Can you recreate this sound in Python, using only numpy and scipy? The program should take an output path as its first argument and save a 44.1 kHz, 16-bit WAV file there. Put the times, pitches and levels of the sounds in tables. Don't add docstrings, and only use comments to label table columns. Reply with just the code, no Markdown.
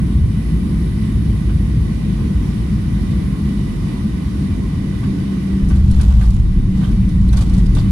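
import sys
import numpy as np
from scipy import signal
from scipy.fft import rfft, irfft, next_fast_len
from scipy.io import wavfile
from scipy.ndimage import uniform_filter1d, minimum_filter1d, map_coordinates

SR = 44100
rng = np.random.default_rng(int(sys.argv[2]) if len(sys.argv) > 2 else 0)


def inscribe(sig):
    pcm = np.round(np.clip(np.atleast_2d(sig).T, -1, 1) * 32767)
    wavfile.write(sys.argv[1], SR, pcm.astype(np.int16))


N = 348831

# time in seconds, fan turns per second, core turns per second.
SHAFT_SPEEDS = [(0, 54.33, 213), (1.3, 54.36, 213), (1.8, 54.45, 213), (2.1, 53.6, 212), (2.5, 52, 209),
                (3.05, 49.5, 205), (3.55, 46.7, 202), (4, 43.6, 199), (5.5, 37, 193), (6.3, 34, 190.5),
                (7.91, 31, 190.5)]
# time in seconds, gain in dB.
WHINE_GAIN = [(0, 1.5), (1.4, 1), (1.9, -2), (3.7, -1), (4.2, -3), (4.6, -16), (7.91, -25)]
# centre in Hz, width in Hz, gain in dB.
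WALL_LEAKS = [(1045, 50, -51), (5560, 160, -65), (5950, 90, -71), (6720, 70, -69), (7830, 90, -67),
              (8700, 100, -70), (9070, 110, -68), (10435, 60, -59)]
# centre in Hz, width in Hz, gain in dB.
CORE_RING = [(191.45, 2.8, 12)]
# centre in Hz, width in Hz, relative level in dB.
BLADE_HISS_BAND = [(10330, 2000, 0)]
# frequency in Hz, relative level in dB.
BOOM_SPECTRUM = [(30, -100), (60, -55), (110, 1.5), (135, 0), (165, 3.5), (195, 1), (218, 0.5), (240, -22),
                 (300, -47), (600, -120)]
# frequency in Hz, relative level in dB.
ROAR_SPECTRUM = [(60, -82), (150, -15), (220, 0.5), (270, 0.5), (315, -2.5), (360, -8.5), (420, -15.5),
                 (500, -22), (600, -35), (900, -78), (2500, -120)]
# frequency in Hz, relative level in dB.
HISS_SPECTRUM = [(250, -34), (500, 3), (650, 5.5), (880, 3), (1180, 4.5), (1350, -1.5), (2500, -2.5),
                 (3400, -2.5), (5300, -6), (7400, -13), (10400, -8), (12200, -18.5), (15700, -32)]
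# centre in Hz, width in Hz, dB over the hiss.
VENTS = [(1056, 132, 4), (1497, 36, 8), (1920, 120, 8), (2014, 56, 9), (2354, 140, 4.5), (2978, 36, 7),
         (3720, 83, 4)]
# frequency in Hz, relative level in dB.
BUFFET_SPECTRUM = [(8, -37), (20, -12), (32, -25), (44, -0.5), (53, 6.5), (62, 5), (73, 5), (85, -0.5),
                   (106, 1), (125, -5.5), (150, -6), (200, -22), (330, -120)]
# frequency in Hz, relative level in dB.
RUNWAY_SPECTRUM = [(6, -6), (20, -35), (31, 1), (42, -13), (52, 4.5), (72, -3), (88, -7), (115, -5.5),
                   (150, -21), (200, -79), (330, -120)]
# time in seconds, level in dB.
BUFFET_LEVEL = [(0, -16), (.25, -11.5), (.5, -20.5), (.8, -16), (.97, -21), (1.12, -15), (1.8, -15.5),
                (2.08, -25.5), (2.36, -15.5), (2.52, -21), (2.68, -17.5), (3.35, -19), (3.8, -24),
                (4.55, -20), (5.35, -24.5), (5.6, -20.5)]
# time in seconds, level in dB.
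RUNWAY_LEVEL = [(5.6, -11.5), (5.85, -10), (6.1, -4.5), (6.62, -9.5), (6.83, -18), (6.95, -13.5),
                (7.28, -6), (7.42, -10), (7.91, -10.5)]
# time of the height in seconds, level in dB, half length in seconds.
CHATTERS = [(5.76, -45, 0.032), (6.043, -36.5, 0.15), (6.264, -40.5, 0.086), (6.837, -44, 0.074),
            (7.402, -36, 0.053), (7.583, -42, 0.049), (7.787, -34.5, 0.021)]
# frequency in Hz, relative level in dB.
TRIM_SPECTRUM = [(150, -29.5), (330, 15), (500, 10.5), (800, 11.5), (1300, 6), (2000, -4), (3400, 2.5),
                 (5500, -3), (10000, -7), (12500, -13), (15700, -28)]
# start in seconds, level in dB, length in seconds.
KNOCKS = [(1.49, -39, 0.031), (5.03, -37.5, .033), (5.7, -37, 0.048), (5.995, -33.5, .03),
          (6.095, -37, 0.055), (6.21, -33.5, 0.042), (6.81, -40.5, .08), (7.33, -34.5, 0.023),
          (7.368, -33.5, 0.028), (7.41, -38, .026), (7.765, -34, 0.023)]
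# centre in Hz, width in Hz, relative level in dB.
PANEL_MODES = [(810, 850, -4.5), (1160, 49, 4.5), (1530, 71, 0.5), (2540, 1700, -14)]
# start in seconds, level in dB, length in seconds.
RATTLES = [(5.685, -45, 0.029), (5.911, -30.5, 0.0057), (6.011, -33, 0.012), (6.214, -44, .05),
           (6.303, -33, 0.0094), (6.343, -41, .012), (7.327, -34, 0.018), (7.368, -31.5, .019),
           (7.409, -35, 0.019), (7.494, -42, .013), (7.536, -38.5, 0.015), (7.578, -41.5, .02),
           (7.749, -37, .016)]
# frequency in Hz, relative level in dB.
PLASTIC_SPECTRUM = [(200, -45), (800, -15), (2000, -17), (4000, 1.5), (5700, 1), (8200, -3), (10500, 1),
                    (12500, -22), (15700, -24)]
# start in seconds, level in dB, pitch in Hz, t60 in seconds.
THUMPS = [(5.62, -6, 30.5, .34), (5.707, 2, 71.1, 0.87), (5.83, 4, 72, 0.4), (5.862, 3.5, 115.5, 0.3),
          (6.07, 9, 64.3, 0.32), (6.254, 13, 52.4, 0.27), (6.361, -2, 45.2, 0.8), (6.921, 2.5, 46, 0.36),
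          (7.182, -2, 56.7, 0.11), (7.521, 4, 46, 0.44), (7.651, 0.5, 38.1, 0.68)]
# start in seconds, level in dB, pitch in Hz, t60 in seconds.
CLINKS = [(5.912, -38, 4215, .14), (6.212, -29, 1534, .13), (6.842, -31.5, 3140, 0.096),
          (7.292, -28.5, 4130, .04), (7.77, -32, 3580, 0.17), (7.785, -35, 4600, .12)]
# frequency in Hz, side minus mid in dB.
STEREO_WIDTH = [(30, -25), (60, -22.5), (125, -17.5), (220, -13), (330, -12.5), (480, 4), (700, 2.5),
                (1100, -1.5), (3000, -0.5)]
# frequency in Hz, left minus right in dB.
PORT_TILT = [(200, 0.5), (320, -1.5), (460, -3), (640, 2.5), (1000, -1.5), (1500, -4), (3400, -6),
             (5400, -6.5), (7200, -1.5), (8700, 9), (10400, 14.5), (12500, 7)]

BLADES = 24
FAN_DB, FAN_DB_PER_HZ = -26, 0.7
CORE_DB = -29.5
BLADE_HISS_DB = -60.5
WHINE_RIGHT_DB = -7
TOUCHDOWN_S, SETTLE_S = 5.6, 0.037
FLARE_S, FLARE_RISE_S = 1.9, 0.15
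REVERSE_S, REVERSE_RISE_S, REVERSE_ROAR_DB, REVERSE_HISS_DB = 7.46, 0.12, 3.2, 2.2
BOOM_DB, BOOM_FADE_DB_PER_S, BOOM_ROLL_DB = -19, 0.67, -16
ROAR_DB = -28
HISS_DB, HISS_FLARE_DB = -43.5, 0.68
TICKS_PER_S, TICK_DB, TICK_SPREAD_DB, TICK_S = 12, -50, 9, 0.007
RATTLE_RISE_S = 0.001
GAIN_KNEE_DB, GAIN_SLOPE, RECOVER_DB_PER_S = -13, 0.51, 8.5
CEILING = 0.92
TOP_HZ = 15780


def amp(db):
    return 10 ** (np.asarray(db) / 20)


def unit(x):
    return x / np.sqrt(np.mean(x ** 2) + 1e-20)


def along(points, hz):
    f, v = np.transpose(points)
    return np.interp(np.log(hz + 1), np.log(f + 1), v)


def curves(rows):
    s, *cols = np.transpose(rows)
    return [np.interp(np.arange(N) / SR, s, c) for c in cols]


def since(s):
    return np.maximum(np.arange(N) / SR - s, 0)


def step(s, rise_s):
    return 1 - np.exp(-since(s) / rise_s)


def wobble(knots_per_s):
    knots = rng.standard_normal(int(N * knots_per_s / SR) + 4)
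    return map_coordinates(knots, [np.arange(N) * knots_per_s / SR])


def filtered(x, response):
    m = next_fast_len(N + SR // 2)
    return irfft(rfft(x, m) * response(np.fft.rfftfreq(m, 1 / SR)), m)[..., :N]


def colour(points):
    return lambda hz: amp(along(points, hz))


def peaks(modes):
    def gain(hz):
        power = 0
        for centre, width, db in modes:
            damping = (hz * width) ** 2
            power = power + amp(db) ** 2 * damping / ((centre * centre - hz * hz) ** 2 + damping)
        return np.sqrt(power)
    return gain


def diffuse(gain, patchy_db):
    z = signal.stft(rng.standard_normal((2, N)), nperseg=512)[2]
    field = rng.standard_normal(z.shape[1:])
    field = uniform_filter1d(uniform_filter1d(field, 6, 0), 12, 1)
    pair = signal.istft(z * amp(patchy_db * unit(field)), nperseg=512)[1][:, :N]
    mid, side = filtered(pair, lambda hz: np.array([gain(hz), gain(hz) * colour(STEREO_WIDTH)(hz)]))
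    return np.array([mid + side, mid - side]) / np.std(mid)


def even(x, size=SR // 8):
    power = uniform_filter1d(uniform_filter1d(np.mean(x ** 2, 0), size), size)
    return x / np.sqrt(np.abs(power) + 1e-9)


def bursts(rows, rise_s):
    out = np.zeros(N)
    for s, db, length_s in rows:
        out += amp(db) * step(s, rise_s) * np.exp(-(since(s) / length_s) ** 2)
    return out


def ring_decay(t, t60_s):
    return np.exp(-np.log(1000) * t / t60_s)


def contacts(knots_per_s, spread_db):
    return unit(amp(spread_db * wobble(knots_per_s)))


def engine():
    fan_hz, core_hz = curves(SHAFT_SPEEDS)
    fan_phase = 2 * np.pi * np.cumsum(fan_hz * (1 + 0.0002 * wobble(14))) / SR
    core_phase = 2 * np.pi * np.cumsum(core_hz * (1 + 0.007 * wobble(16))) / SR
    fan_db = FAN_DB + FAN_DB_PER_HZ * (fan_hz - fan_hz[0])
    fan = amp(fan_db + 2.5 * wobble(7)) * np.sin(fan_phase)
    core_ring = np.hypot(1, peaks(CORE_RING)(core_hz))
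    core = amp(CORE_DB + 1.5 * wobble(10)) * core_ring * np.sin(core_phase)
    hum = np.sqrt(2) * (fan + core)
    return hum + amp(curves(WHINE_GAIN)[0]) * blades(fan_hz, fan_phase)


def blades(fan_hz, fan_phase):
    port_phase = np.array([[0], [np.pi / 2]])
    whine = np.zeros((2, N))
    for k in BLADES * np.arange(1, 11):
        flutter = amp(1.5 * wobble(20))
        whine += peaks(WALL_LEAKS)(k * fan_hz) * flutter * np.sin(k * fan_phase + port_phase)
    hiss = diffuse(lambda hz: peaks(BLADE_HISS_BAND)(hz) ** 2, patchy_db=1)
    return np.sqrt(2) * whine * amp([[0], [WHINE_RIGHT_DB]]) + amp(BLADE_HISS_DB) * hiss


def airflow():
    on_ground = step(TOUCHDOWN_S, SETTLE_S)
    reverse = step(REVERSE_S, REVERSE_RISE_S)
    flare = step(FLARE_S, FLARE_RISE_S)
    boom_air_db = BOOM_DB - BOOM_FADE_DB_PER_S * since(0)
    boom_db = (1 - on_ground) * boom_air_db + on_ground * BOOM_ROLL_DB
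    boom = amp(boom_db + 0.76 * wobble(7)) * even(diffuse(colour(BOOM_SPECTRUM), patchy_db=2.5))
    roar_db = ROAR_DB + REVERSE_ROAR_DB * reverse
    roar = amp(roar_db + 0.7 * wobble(3.97)) * diffuse(colour(ROAR_SPECTRUM), patchy_db=1.33)
    vented = lambda hz: colour(HISS_SPECTRUM)(hz) * np.hypot(1, peaks(VENTS)(hz))
    hiss_db = HISS_DB + HISS_FLARE_DB * flare + REVERSE_HISS_DB * reverse
    hiss = amp(hiss_db + 0.5 * wobble(9)) * diffuse(vented, patchy_db=0.95)
    return boom + roar + hiss


def rumble():
    on_ground = step(TOUCHDOWN_S, SETTLE_S)
    buffet_db = curves(BUFFET_LEVEL)[0] + 0.73 * wobble(12)
    buffet = amp(buffet_db) * even(diffuse(colour(BUFFET_SPECTRUM), patchy_db=3.0))
    runway_db = curves(RUNWAY_LEVEL)[0] + 0.89 * wobble(15)
    runway = amp(runway_db) * even(diffuse(colour(RUNWAY_SPECTRUM), patchy_db=2.5))
    return (1 - on_ground) * buffet + on_ground * runway


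def trim_chatter():
    fits = np.zeros(N)
    for s, db, half_s in CHATTERS:
        fits += amp(db) / (1 + ((since(0) - s) / half_s) ** 2)
    return fits * contacts(300, spread_db=2.5) * diffuse(colour(TRIM_SPECTRUM), patchy_db=0.5)


def panel_knocks():
    padded = lambda hz: peaks(PANEL_MODES)(hz) / (1 + (hz / 5000) ** 4)
    return bursts(KNOCKS, rise_s=0.0034) * contacts(500, spread_db=2.5) * diffuse(padded, patchy_db=1.5)


def stray_ticks():
    roll_s = N / SR - TOUCHDOWN_S
    draws = rng.random((round(TICKS_PER_S * roll_s), 2))
    rows = []
    for when, size in draws:
        rows.append((TOUCHDOWN_S + when * roll_s, TICK_DB + TICK_SPREAD_DB * (2 * size - 1), TICK_S))
    return rows


def plastic_rattles():
    plastic = contacts(900, spread_db=0.5) * diffuse(colour(PLASTIC_SPECTRUM), patchy_db=3.5)
    return (bursts(RATTLES, RATTLE_RISE_S) + bursts(stray_ticks(), RATTLE_RISE_S)) * plastic


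def gear_thumps(rise_s=0.028):
    out = np.zeros(N)
    for s, db, hz, t60_s in THUMPS:
        t = since(s)
        out += amp(db) * ring_decay(t, t60_s) * step(s, rise_s) * np.sin(2 * np.pi * hz * t)
    return out


def metal_clinks():
    out = np.zeros((2, N))
    for s, db, hz, t60_s in CLINKS:
        t = since(s)
        buzz = np.array([wobble(900), wobble(900)])
        out += amp(db) * ring_decay(t, t60_s) * step(s, 0.00044) * np.sin(2 * np.pi * hz * t + buzz)
    return out


def scene():
    cabin = engine() + airflow() + rumble()
    shaken = trim_chatter() + panel_knocks() + plastic_rattles() + metal_clinks()
    return cabin + shaken + gear_thumps()


def gain_control(x, size=SR // 16):
    level_db = 10 * np.log10(np.abs(uniform_filter1d(np.mean(x ** 2, 0), size)) + 1e-9)
    cut_db = GAIN_SLOPE * np.maximum(level_db - GAIN_KNEE_DB, 0)
    recovery_db = RECOVER_DB_PER_S * since(0)
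    held_db = np.maximum.accumulate(cut_db + recovery_db) - recovery_db
    return x * amp(-uniform_filter1d(held_db, size))


def ports(hz):
    tilt = colour(PORT_TILT)(hz)
    return np.array([tilt, np.ones_like(tilt)]) * np.sqrt(2 / (1 + tilt ** 2))


def record(dry):
    x = gain_control(filtered(dry, ports))
    needed = np.minimum(1, CEILING / (np.abs(x).max(0) + 1e-9))
    gain = uniform_filter1d(minimum_filter1d(needed, size=2400), size=2000)
    return filtered(x * gain, lambda hz: hz < TOP_HZ)


dry = scene()
out = record(dry)
inscribe(out)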